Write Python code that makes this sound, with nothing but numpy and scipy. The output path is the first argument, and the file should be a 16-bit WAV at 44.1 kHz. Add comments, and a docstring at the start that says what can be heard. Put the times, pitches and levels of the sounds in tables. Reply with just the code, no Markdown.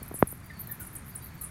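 """Bats squabble behind a louvred vent in a brick gable: high, buzzy falling squeaks and click rattles.
A squeak is a whistle chopped into pulses; a rattle is the same voice slowed to separate clicks.
The building echoes each call. Early on something bumps the microphone, once hard, a few times softly.
Far birds whistle faintly over a low outdoor rumble."""
import sys
import numpy as np
from scipy import signal
from scipy.fft import rfft, irfft, next_fast_len
from scipy.io import wavfile
from scipy.ndimage import map_coordinates

SR = 44100
rng = np.random.default_rng(int(sys.argv[2]) if len(sys.argv) > 2 else 0)


def unload_wav(signal):
    """Save mono or channel-first audio to the path in sys.argv[1] as 16-bit WAV at rate SR, clipped to [-1, 1]."""
    wavfile.write(
        sys.argv[1],
        SR,
        np.round(np.clip(np.atleast_2d(signal).T, -1, 1) * 32767).astype(np.int16),
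    )


N = 66150
TIME_S = np.arange(N) / SR


def amp(db):
    """Decibels to gain."""
    return 10 ** (np.asarray(db) / 20)


def unit_rms(x):
    """Scale to rms 1."""
    return x / np.sqrt(np.mean(x ** 2) + 1e-20)


def eq_gain(points, hz):
    """Gain at hz from (Hz, dB) points on a log frequency axis."""
    point_hz, point_db = np.transpose(points)
    return amp(np.interp(np.log(hz + 1), np.log(point_hz + 1), point_db))


def wobble(knots_per_s):
    """Smooth random curve."""
    return map_coordinates(rng.standard_normal(N), [TIME_S * knots_per_s], mode="wrap")


def filtered(x, response):
    """Apply a complex frequency response."""
    size = next_fast_len(N + SR // 2)
    return irfft(rfft(x, size) * response(np.fft.rfftfreq(size, 1 / SR)), size)[:N]


def contour(rows, edge_s):
    """On-off gate, then a per-sample curve for each column after the time."""
    times, *columns = np.transpose(rows)
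    gate = np.clip(np.minimum(TIME_S - times[0], times[-1] - TIME_S) / edge_s + .5, 0, 1)
    return [gate] + [np.interp(TIME_S, times, column) for column in columns]


def phase(hz):
    """Running phase in radians."""
    return 2 * np.pi * np.cumsum(hz) / SR


# Noise spectra. Each row: frequency in Hz, relative density in dB.
RUMBLE_SPECTRUM = [(25, -13), (65, 1.5), (100, 2.5), (160, -1.5), (300, -12), (500, -21), (700, -20),
                   (1250, -17.5), (2300, -21.5), (2800, -29.5), (4300, -31.5), (5200, -34.5), (7000, -33.5),
                   (10000, -67)]
HISS_SPECTRUM = [(5000, -26), (8500, 6), (12500, -1), (16000, -2.5)]
# Rumble swell. Each row: time in seconds, rms level in dB.
RUMBLE_SWELL = [(0, -44.5), (.2, -46), (.38, -48), (.6, -45.5), (.82, -45), (1.1, -46)]


def background(hiss_db=-65.5):
    """Slowly swelling outdoor rumble and a faint steady hiss."""
    def noise(spectrum):
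        return unit_rms(filtered(rng.standard_normal(N), lambda hz: eq_gain(spectrum, hz)))

    rumble_db = np.interp(TIME_S, *np.transpose(RUMBLE_SWELL))
    return amp(rumble_db) * noise(RUMBLE_SPECTRUM) + amp(hiss_db) * noise(HISS_SPECTRUM)


# Bird notes, one list each. Each row: time in seconds, pitch in Hz, rms level in dB.
BIRD_NOTES = [
    [(0, 4590, -61.5), (.045, 4080, -74)],
    [(.43, 4650, -68), (.51, 4810, -72), (.585, 4220, -60)],
    [(.55, 4560, -70), (.62, 4520, -64), (.70, 3940, -69)],
    [(1.115, 4700, -76), (1.13, 4720, -64), (1.15, 4050, -73), (1.165, 3820, -74)],
    [(1.21, 4720, -66), (1.26, 4500, -66)],
    [(1.21, 3850, -70), (1.35, 4560, -73), (1.395, 4470, -66.5), (1.435, 3850, -66.5)],
]


def birds():
    """Thin, wavering whistles, far away."""
    out = np.zeros(N)
    for rows in BIRD_NOTES:
        gate, hz, db = contour(rows, edge_s=.01)
        envelope = gate * amp(db + wobble(77.9))
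        out += envelope * np.sqrt(2) * np.sin(phase(hz * (1 + .0065 * wobble(300))))
    return out


# Knocks. Each row: start in seconds, peak in dB before the case rings, low cut in Hz, high cut in Hz.
MIC_KNOCKS = [(0.018, -35, 23, 245), (0.1118, -35, 110, 1500), (0.1146, -31, 36, 900),
              (.142, -32, 130, 890), (0.2258, -4.5, 11, 9000), (0.2431, -42, 23, 129),
              (.327, -37.5, 190, 600)]
# Knock spectrum. Each row: frequency in Hz, relative level in dB.
KNOCK_SPECTRUM = [(20, -14), (45, 1), (190, 11), (610, 7), (1220, -2), (2100, -10.5), (2900, -26.5),
                  (3600, -27.5), (6000, -70)]
# Case resonances. Each row: centre in Hz, width in Hz, gain in dB.
CASE_MODES = [(413, 55, -15), (1070, 240, -6)]


def mic_bumps(lag_cycles=.655):
    """Dull knocks on the microphone: lows trail highs and the case rings briefly."""
    def case_response(hz):
        return 1 + sum(amp(db) * 1j * hz * width / (centre ** 2 - hz ** 2 + 1j * hz * width)
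                       for centre, width, db in CASE_MODES)

    out = np.zeros(N)
    for start_s, db, low_hz, high_hz in MIC_KNOCKS:
        def knock_response(hz):
            band = hz ** 2 / (hz ** 2 + low_hz ** 2) / (1 + (hz / high_hz) ** 2)
            delay_cycles = hz * start_s + lag_cycles * np.log(hz + 1)
            return eq_gain(KNOCK_SPECTRUM, hz) * band * np.exp(-2j * np.pi * delay_cycles)

        knock = filtered(np.ones(1), knock_response)
        out += amp(db) * knock / abs(knock).max()
    return filtered(out, case_response)


# Echoes off the building. Each row: delay in seconds, level in dB before the EQ.
WALL_ECHOES = [(.0011, -19), (.018, -20), (.0297, -16)]
# EQ of echoes and tail. Each row: frequency in Hz, gain in dB.
ECHO_EQ = [(2000, 5.5), (10000, 4), (15500, -4.5)]


def building_echoes(calls, smear_s=.0008, tail_gain_db=-11, tail_t60_s=.21):
    """Echoes smeared by louvres and rough brick, plus a short tail, all duller than the call."""
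    t = np.arange(SR // 3) / SR

    def scatter(envelope):
        return unit_rms(rng.standard_normal(len(t)) * envelope) / np.sqrt(len(t))

    tail_envelope = amp(-60 * t / tail_t60_s) * (1 - np.exp(-t / .0014))
    impulse_response = amp(tail_gain_db) * scatter(tail_envelope)
    for delay_s, db in WALL_ECHOES:
        impulse_response += amp(db) * scatter((t >= delay_s) * np.exp(-abs(t - delay_s) / smear_s))
    echoes = signal.fftconvolve(calls, impulse_response)[:N]
    return filtered(echoes, lambda hz: eq_gain(ECHO_EQ, hz))


def colony_chatter(count=60, centre_hz=13200, length_s=.014, level_db=-55, scatter_db=2):
    """Faint, hoarse falling squeaks at random from deeper in the roost."""
    pitch_spread, pitch_fall = .16, .14
    out = np.zeros(N)
    hoarseness = wobble(3200)
    for slot, (shift, tune, size) in enumerate(rng.uniform(-1, 1, (count, 3))):
        start_s = (slot + shift) * TIME_S[-1] / count
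        progress = np.clip((TIME_S - start_s) / length_s, 0, 1)
        hz = centre_hz * (1 + pitch_spread * tune - pitch_fall * progress)
        out += amp(level_db + scatter_db * size) * np.sin(np.pi * progress) * np.sin(phase(hz))
    return out * hoarseness


# Call undertones. Each row: start in seconds, length in seconds, mid pitch in Hz, level in dB.
UNDERTONES = [(0.495, 0.025, 1907, -43.5), (0.685, 0.042, 1778, -46.5), (0.793, 0.0457, 1446, -48.5),
              (1.411, 0.048, 1248, -53.5)]


def bat_undertones(pitch_fall=.1, roughness=.035, octave_db=-18):
    """Hoarse falling notes near the calls' buzz rate, each with its octave."""
    out = np.zeros(N)
    for start_s, length_s, hz, db in UNDERTONES:
        progress = np.clip((TIME_S - start_s) / length_s, 0, 1)
        angle = phase(hz * (1 - pitch_fall * (progress - .5) + roughness * wobble(400)))
        tone = np.sin(angle) + amp(octave_db) * np.sin(2 * angle)
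        out += amp(db) * np.sin(np.pi * progress) * tone
    return out


# Rattles, the shortest a single click.
# Each row: start in seconds, length in seconds, initial clicks per second, initial level in dB.
BAT_RATTLES = [ (.0806, .011, 226, -29.5), (0.19, 0.016, 390, -24.5), (0.2077, .006, 230, -28),
               (0.3163, .009, 260, -23.5), (0.603, 0.018, 426, -24), (0.93, 0.018, 380, -35.5),
               (1.0594, 0.015, 160, -35), (1.0803, .032, 430, -36), (1.2235, 0.014, 380, -35),
               (1.2423, 0.0096, 450, -31), (1.261, .002, 200, -30), (1.2682, 0.0055, 360, -33), ]


def bat_rattles(click_hz=12380, scatter_hz=350, click_s=.00015, fade_db=.5, shimmer_db=1.4):
    """The bat's voice slowed to separate clicks, each a few cycles long; the gaps tend to widen."""
    gap_growth, gap_scatter = .22, .16
    out = np.zeros(N)
    for start_s, length_s, clicks_per_s, first_db in BAT_RATTLES:
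        age_s = 0
        for gap, size, tune in rng.standard_normal((32, 3)):
            if age_s > length_s:
                break
            progress = age_s / length_s
            near = abs(TIME_S - start_s - age_s) < 4 * click_s
            t = TIME_S[near] - start_s - age_s
            click = np.exp(-(t / click_s) ** 2) * np.sin(2 * np.pi * (click_hz + scatter_hz * tune) * t)
            out[near] += amp(first_db - fade_db * progress + shimmer_db * size) * click
            age_s += (1 + gap_growth * progress) * np.exp(gap_scatter * gap) / clicks_per_s
    return out


# Squeaks, one list each.
# Each row: time in seconds, pitch in Hz, relative level in dB, buzz sharpness (0 = no pulsing).
BAT_SQUEAKS = [
    [(.0285, 15800, -35, .6), (.031, 11800, -35, 0.42), (.034, 8300, -39.5, 0.66)],
    [(.140, 11200, -38, 1.08), (.153, 11450, -35, 1.27), (.170, 9700, -38.5, 0.44), (.178, 7800, -48, 0.72)],
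    [(.273, 11740, -29.5, 0.54), (.279, 10800, -35.5, 0.41), (.284, 10000, -48, 0.82),
     (.293, 8830, -40, 0.43)],
    [(.294, 15500, -42, 0.19), (.302, 12000, -49, 0.54), (.306, 10550, -39.5, 0.72),
     (.312, 8600, -39, 0.29)],
    [(.456, 16100, -53, .7), (.472, 13200, -51, .8)],
    [(.592, 12200, -44, .3), (.600, 13800, -32, 0.32)],
    [(.671, 16000, -44, .2), (.673, 12900, -35.5, 0.16), (.677, 10800, -41, 0.34)],
    [(.690, 15700, -46, .2), (.699, 15200, -45, 0.18), (.706, 15700, -49, .2)],
    [(.709, 15600, -46, 0.33), (.714, 14000, -29.5, 0.66), (.718, 12480, -32.5, 0.94),
     (.724, 12000, -29.5, 0.36), (.728, 10300, -48, 1)],
    [(.797, 15540, -39, 1.25), (.804, 14000, -36.5, 2.2), (.814, 13200, -40, 2), (.830, 10300, -40.5, 0.88),
     (.834, 8500, -40, 0.29)],
    [(.836, 11300, -42, 0.55), (.844, 9880, -49.5, 1.3), (.857, 11330, -41, 1.7)],
    [(.866, 11900, -43, 1.3), (.875, 11300, -40, 1.1), (.881, 10000, -48, 1)],
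    [(.952, 12330, -37, 2), (.962, 10950, -36.5, 0.89), (.968, 9170, -38.5, .4), (.971, 8300, -41, 0.24)],
    [(1.150, 16500, -42, 0.11), (1.153, 14600, -41, 0.24), (1.157, 10300, -35, .5),
     (1.162, 9330, -32.5, 0.12), (1.167, 8200, -48, 0.36)],
    [(1.351, 14200, -50, 0.33), (1.360, 13300, -52, .4)],
    [(1.412, 14400, -35, 1.2), (1.419, 11400, -31, 1.05), (1.428, 10500, -43, 1.5),
     (1.436, 11770, -39, 1.44), (1.443, 10300, -32.5, 0.53), (1.448, 9400, -33.5, 0.27),
     (1.452, 7870, -47, 0.77)],
]


def bat_squeaks(cycles_per_pulse=9.4, pulse_skew=.73, bend_depth=.7, gain_db=-.5):
    """A gliding, raspy whistle chopped into pulses at a fraction of its pitch; each bends the pitch up."""
    out = np.zeros(N)
    rate_jitter = 1 + .13 * wobble(700)
    shimmer_db = .6 * wobble(900)
    pitch_waver = 1 + .01986 * wobble(260)
    rasp = .41 * (wobble(1900) + 1j * wobble(1900))
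    for rows in BAT_SQUEAKS:
        gate, hz, db, sharpness = contour(rows, edge_s=.0008)
        buzz_hz = hz / cycles_per_pulse * rate_jitter
        buzz_phase = phase(buzz_hz)
        pulses = np.exp(sharpness * np.cos(buzz_phase + pulse_skew * np.cos(buzz_phase)))
        sounding = gate > 0
        pulses[sounding] /= np.sqrt(np.i0(2 * sharpness[sounding]))  # rms near 1 at any sharpness
        bend_hz = bend_depth * sharpness * buzz_hz * (np.cos(buzz_phase) - np.tanh(sharpness))
        whistle = np.real((1 + rasp) * np.exp(1j * phase(hz * pitch_waver + bend_hz)))
        out += gate * amp(db + shimmer_db) * pulses * whistle
    return amp(gain_db) * out


def scene():
    """Bats and birds with their echoes, plus bumps and background; mono."""
    calls = bat_squeaks() + bat_rattles() + colony_chatter() + bat_undertones() + birds()
    return (calls + building_echoes(calls) + mic_bumps() + background())[None]


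def record(dry):
    """Steep low-pass band limit."""
    cutoff_hz = 16000
    return filtered(dry[0], lambda hz: 1 / (1 + (hz / cutoff_hz) ** 200))[None]


dry = scene()
out = record(dry)
unload_wav(out)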